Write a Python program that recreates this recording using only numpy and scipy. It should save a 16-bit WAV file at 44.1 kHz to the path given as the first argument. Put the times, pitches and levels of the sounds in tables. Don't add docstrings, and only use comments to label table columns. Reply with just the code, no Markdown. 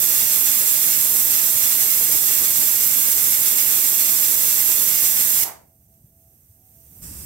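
import sys
import numpy as np
from scipy import signal
from scipy.fft import rfft, irfft
from scipy.io import wavfile
from scipy.ndimage import uniform_filter1d

SR = 44100
rng = np.random.default_rng(int(sys.argv[2]) if len(sys.argv) > 2 else 0)


def unload_audio(sound):
    columns = np.transpose(np.atleast_2d(sound))
    steps = np.round(np.clip(columns, -1, 1) * 32767)
    wavfile.write(sys.argv[1], SR, steps.astype(np.int16))


N = 319725
T = np.arange(N) / SR
F = np.maximum(np.fft.rfftfreq(N, 1 / SR), 1)

# (top of band [Hz], decay time to -60 dB [s], level [dB])
KITCHEN_BANDS = [(676, 0.7, -8), (2780, 0.34, -7.5), (5000, 0.3, -6), (9000, 0.3, -9), (20000, 0.21, -9)]
# (frequency [Hz], left minus right [dB])
PORT_SHADE = [(30, -10.5), (200, -1), (1400, -1), (1750, 2.5), (2300, -1.5), (4450, -1.25), (5700, -3.5),
              (6500, -2), (8800, 0.7), (9300, -10.5), (10400, -13), (10900, -18.5), (12700, -12),
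              (15600, -6.5)]
# (frequency [Hz], relative level [dB])
BOIL_SPECTRUM = [(18, -50), (30, -25), (45, -8), (70, 1), (110, -.5), (170, -5), (250, -12.5), (450, -22.5),
                 (700, -27), (850, -33), (1000, -45), (3000, -70)]
# (frequency [Hz], width [Hz], lift [dB])
POT_AIR_MODES = [(72, 24, 6.5), (168, 26, 7.5), (280, 41, 8), (370, 60, 5)]
# (time [s], Gaussian half-length [s], level before the port gains [dB])
TONE_SWELLS = ([(5.745, .04, -71.5), (5.935, 0.049, -71), (6.14, .04, -76), (6.245, .055, -68.5),
               (6.57, 0.046, -74), (6.79, .05, -68)], [(5.72, 0.052, -79), (5.92, .055, -82),
               (6.27, .06, -78.5), (6.655, .06, -73), (6.96, .045, -72)])
# (time [s], frequency [Hz], Gaussian half-length [s], peak level [dB])
POT_BUMPS = [(6.047, 122, .0045, -41), (6.503, 95, .009, -49), (7.028, 65, .007, -37)]
# (frequency [Hz], relative level [dB])
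LEAK_SPECTRUM = [(500, -12), (1000, -20), (2500, -23), (4000, -24.5), (5300, -24), (5900, -14),
                 (7300, -17.5), (8600, -9), (9900, -11), (11200, -5), (13000, -.5), (15600, -6)]
# (frequency [Hz], relative level [dB])
LIFT_SPECTRUM = [(200, -4), (600, -20), (950, -10.5), (2500, -14.5), (3500, -16), (4300, -18.5),
                 (5200, -8.5), (5750, -8.5), (6050, -12), (7500, -6), (8400, 0), (9700, -6), (11200, 2.5),
                 (12700, -0.5), (15600, -6)]
# (frequency [Hz], correlation [-])
LEAK_LIKENESS = [(4000, .05), (6900, .1), (7500, 0.99), (11000, .3), (13000, .6)]
# (frequency [Hz], width [Hz], lift [dB])
GAP_MODES = [(1950, 350, 0.5), (2700, 300, 3), (4230, 170, 3), (4400, 300, -6), (4760, 300, 10),
             (5330, 220, -3), (5660, 310, 9), (6080, 170, -6.5), (6370, 250, 8.5), (6980, 200, 5.5),
             (7450, 400, 1.5), (8250, 300, 3), (8850, 300, 3.5), (9500, 250, 4), (11200, 400, 3.5),
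             (12680, 550, 5), (13870, 330, 4), (15200, 400, 2.5)]
# (frequency [Hz], width [Hz], relative level [dB])
VENT_MODES = [(330, 220, -9), (650, 40, -6), (800, 250, 3), (930, 160, -10), (1180, 710, -6),
              (2170, 700, -10.5)]
# (frequency [Hz], relative level per Hz [dB])
JET_SPECTRUM = [(25, -35.1), (50, -20.6), (85, -18.3), (180, -21.7), (300, -21.5), (600, -25), (800, -25.3),
                (1400, -25.8), (4000, -24.6), (6000, -15.3), (8500, -13.4), (9300, -13.7), (10400, -16.1),
                (11500, -9.1), (13500, -8.0), (15600, -8.2)]
# (frequency [Hz], correlation [-])
JET_CORRELATION = [(100, 0.042), (1000, 0.26), (6900, 0.032), (7200, 0.97), (8500, 1), (10600, 0.71),
                   (12200, 0.067), (12500, 1)]
# (frequency [Hz], width [Hz], lift [dB], relative port polarity [-])
CAP_MODES = [(1220.0, 220.0, 2.5, -0.6), (1800.0, 340.0, 3.8, -1.0), (2160.0, 400.0, 4.0, 0.5),
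             (2420.0, 200.0, 3.2, -0.8), (2720.0, 130.0, 3.8, 1.1), (2950.0, 290.0, 4.3, -1.2),
             (3470.0, 240.0, 5.7, 0.9), (3790.0, 130.0, 4.2, -0.2), (4110, 110, 0, 1.0),
             (4380.0, 250.0, 5.2, -0.3), (4660.0, 300.0, 0.0, -1.1), (5020.0, 380.0, 3.4, 1.1),
             (5420.0, 300.0, -1.0, -1.1), (5750.0, 420.0, 4.4, 0.1), (6060.0, 130.0, 1.5, 0.6),
             (6270, 130, -1.5, -.8), (6460, 110, 2.5, .6), (6590.0, 190.0, 3.6, -0.9),
             (6780.0, 140.0, 3.3, -0.8), (7170, 110, 1.5, 0), (7540.0, 140.0, 4.5, 0.1),
             (7880, 220, 0, -.55), (8110.0, 170.0, 4.0, 0.0), (8480.0, 220.0, 2.7, 0.3),
             (9960.0, 200.0, 3.2, 0.1), (10840.0, 580.0, 10.0, -0.25), (11690.0, 480.0, 5.2, 0.5),
             (12050.0, 310.0, 5.7, 0.3), (12730.0, 560.0, 6.4, -0.0), (13870.0, 420.0, 4.3, 0.0),
             (14710.0, 130.0, 2.6, 0.1)]
# (time [s], gain of the low roar [dB])
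EDDY_PUFFS = [(2.092, 8.6), (2.31, 5.8), (2.416, 3.4), (3.637, 4.4)]
PUFF_S = .007

DROP_S, SEAT_S, LIFT_S = 5.437, 5.476, 7.013
FALL_S, LOOSEN_S, RISE_S = .008, 0.39, 0.015
STIR_PER_S, STIR_RAD, STEAM_GAIN_DB = 14, 2.5, 1.86
BOIL_DB, BOIL_LOOSE_DB, BOOM_DB = -60, 11, -43.5
SINGING_HZ, SINGING_DB = (662, 753.7), (-92, -89.5)
PORT_GAINS_DB = [-3, 2.5]
LEAK_DB, PRESSURE_DB_PER_S, LOOSE_DB, LIFT_DB = -63, 4, 9.5, -42
HOOT_DB, HOOT_ATTACK_S, HOOT_HOLD_S, HOOT_FADE_DB_PER_S = -40, 0.011, 0.057, 230
BLAST_DB, HANG_DB, CHOKE_DB_PER_S = -18, -14, 330
WAVER_DB, WAVER_PER_S = 1.47, 18
TOP_HZ = 15750


def undb(db):
    return 10 ** (np.asarray(db) / 20)


def colour(points):
    hz, value = np.transpose(points)
    return np.interp(np.log(F), np.log(hz), value)


def shape(x, db):
    return irfft(rfft(x) * undb(db), N)


def unit(x):
    return x / np.std(x.mean(axis=0))


def resonance(hz, width):
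    return 1 / (1 + (2 * (F - hz) / width) ** 2)


def modal_lift_db(modes):
    return sum(db * resonance(hz, width) for hz, width, db in modes)


def port_polarity():
    return sum(polarity * resonance(hz, width) for hz, width, _, polarity in CAP_MODES)


def ramp(start, length):
    return np.clip((T - start) / length, 0, 1)


def swell(centre, length):
    return np.exp(-.5 * ((T - centre) / length) ** 2)


def seated_s():
    return np.maximum(T - SEAT_S, 0)


def looseness():
    return ramp(LIFT_S - LOOSEN_S, LOOSEN_S)


def walk(rate):
    hold = max(int(SR / rate), 1)
    held = np.repeat(rng.standard_normal(N // hold + 1), hold)
    smooth = uniform_filter1d(uniform_filter1d(held, hold), hold)
    return 1.4 * smooth[:N]


def flutter(rate):
    x = walk(rate)
    return x - uniform_filter1d(x, SR // 6)


def turbulence(likeness):
    c = np.clip(likeness, -.99, .99)
    mid, side = rfft(rng.standard_normal((2, N)))
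    mid = mid * np.sqrt((1 + c) / 2)
    side = side * np.sqrt((1 - c) / 2)
    return irfft(np.array([mid + side, mid - side]), N)


def at_ports(x, db):
    return unit(shape(x, db + np.outer([1, 0], colour(PORT_SHADE))))


def kitchen(x):
    echoes, low = 0, 0
    scatter = rng.standard_normal((2, N))
    for top, t60, db in KITCHEN_BANDS:
        decay = undb(-60 * T / t60) * (T > .005)
        tail = rfft(scatter * decay) / np.sqrt(np.sum(decay ** 2))
        echoes = echoes + undb(db) * tail * ((F >= low) & (F < top))
        low = top
    response = irfft(echoes, N)[:, :SR]
    wet = signal.fftconvolve(x, response, axes=1)[:, :N]
    stir = STIR_RAD * np.array([walk(STIR_PER_S), walk(STIR_PER_S)])
    return x + np.real(signal.hilbert(wet) * np.exp(1j * stir))


def boil_rumble():
    churn_db = 1.0 * walk(11)
    boil_db = BOIL_DB + BOIL_LOOSE_DB * looseness() ** 2
    return unit(shape(turbulence(0.97), colour(BOIL_SPECTRUM))) * undb(boil_db + churn_db)


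def lift_boom():
    boom_db = colour(BOIL_SPECTRUM) + modal_lift_db(POT_AIR_MODES)
    return unit(shape(turbulence(0.86), boom_db)) * undb(BOOM_DB) * ramp(LIFT_S, RISE_S)


def pot_tones():
    tones = 0
    for hz, rest_db, swells in zip(SINGING_HZ, SINGING_DB, TONE_SWELLS):
        phase = 2 * np.pi * np.cumsum(hz + 1.3 * walk(12)) / SR
        size = undb(rest_db) + sum(undb(db) * swell(s, length) for s, length, db in swells)
        tones = tones + np.sqrt(2) * np.sin(phase) * size * undb(.8 * walk(25))
    return np.outer(undb(PORT_GAINS_DB), tones)


def pot_bumps():
    bumps = 0
    for s, hz, length, db in POT_BUMPS:
        bumps = bumps + undb(db) * swell(s, length) * np.cos(2 * np.pi * hz * (T - s))
    return bumps


def pot():
    return boil_rumble() + lift_boom() + pot_bumps() + pot_tones()


def leak():
    gap_db = modal_lift_db(GAP_MODES)
    likeness = colour(LEAK_LIKENESS) + 0.64 * port_polarity()
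    thin = at_ports(turbulence(likeness), colour(LEAK_SPECTRUM) + gap_db)
    wide = at_ports(turbulence(likeness), colour(LIFT_SPECTRUM) + gap_db)
    sputter_db = .5 * walk(40) + .4 * walk(9)
    thin_db = LEAK_DB + PRESSURE_DB_PER_S * seated_s() + LOOSE_DB * looseness() ** 1.3
    lifted = wide * undb(LIFT_DB) * ramp(LIFT_S, RISE_S)
    return (thin * undb(thin_db) + lifted) * undb(sputter_db)


def hoot():
    gain = sum(undb(db) * resonance(hz, width) for hz, width, db in VENT_MODES)
    fading_s = np.maximum(T - DROP_S - HOOT_HOLD_S, 0)
    envelope = ramp(DROP_S, HOOT_ATTACK_S) * undb(HOOT_DB - HOOT_FADE_DB_PER_S * fading_s)
    return at_ports(turbulence(0.42), 20 * np.log10(gain)) * envelope


def droplets(per_s, size_db, scatter_db, burst_s):
    struck = rng.random(N) < per_s / SR
    scatter = np.minimum(rng.exponential(size=N), 3)
    hits = struck * undb(size_db + scatter_db * scatter)
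    return signal.lfilter([1], [1, -np.exp(-1 / (burst_s * SR))], hits)


def waver(x):
    out = x
    for group in range(3):
        modes = sum(resonance(hz, width) for hz, width, _, _ in CAP_MODES[group::3])
        share = np.minimum(modes, 1) ** 2 / (1 + (F / 6500) ** 8)
        out = out + irfft(rfft(x) * share, N) * (undb(WAVER_DB * walk(WAVER_PER_S)) - 1)
    return out


def blast():
    jet_db = colour(JET_SPECTRUM) + modal_lift_db([mode[:3] for mode in CAP_MODES])
    likeness = colour(JET_CORRELATION) + port_polarity()
    spit = droplets(per_s=20, size_db=-16, scatter_db=3.1, burst_s=.0008)
    jet = at_ports(turbulence(likeness) * (1 + spit), jet_db)
    below_hiss = shape(jet, -10 * np.log10(1 + (F / 8500) ** 8))
    buffet = shape(jet, -10 * np.log10(1 + (F / 700) ** 4))
    roar = waver(below_hiss - buffet)
    hiss = jet - below_hiss
    puffs_db = sum(db * swell(s, PUFF_S) for s, db in EDDY_PUFFS)
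    buffet_db = 1.8 * flutter(55) + puffs_db
    roar_db = 1.13 * flutter(45)
    hiss_db = .25 * flutter(50)
    plume = buffet * undb(buffet_db) + roar * undb(roar_db) + hiss * undb(hiss_db)
    rocking_db = 0.45 * flutter(45)
    opening_db = HANG_DB * ramp(DROP_S, FALL_S) - CHOKE_DB_PER_S * seated_s()
    return plume * undb(BLAST_DB + opening_db + rocking_db)


def scene():
    steam = blast() + leak() + hoot()
    return kitchen(steam) * undb(STEAM_GAIN_DB) + pot()


def record(dry):
    lowpass = signal.ellip(12, .2, 80, TOP_HZ, fs=SR, output="sos")
    return signal.sosfilt(lowpass, dry)


dry = scene()
out = record(dry)
unload_audio(out)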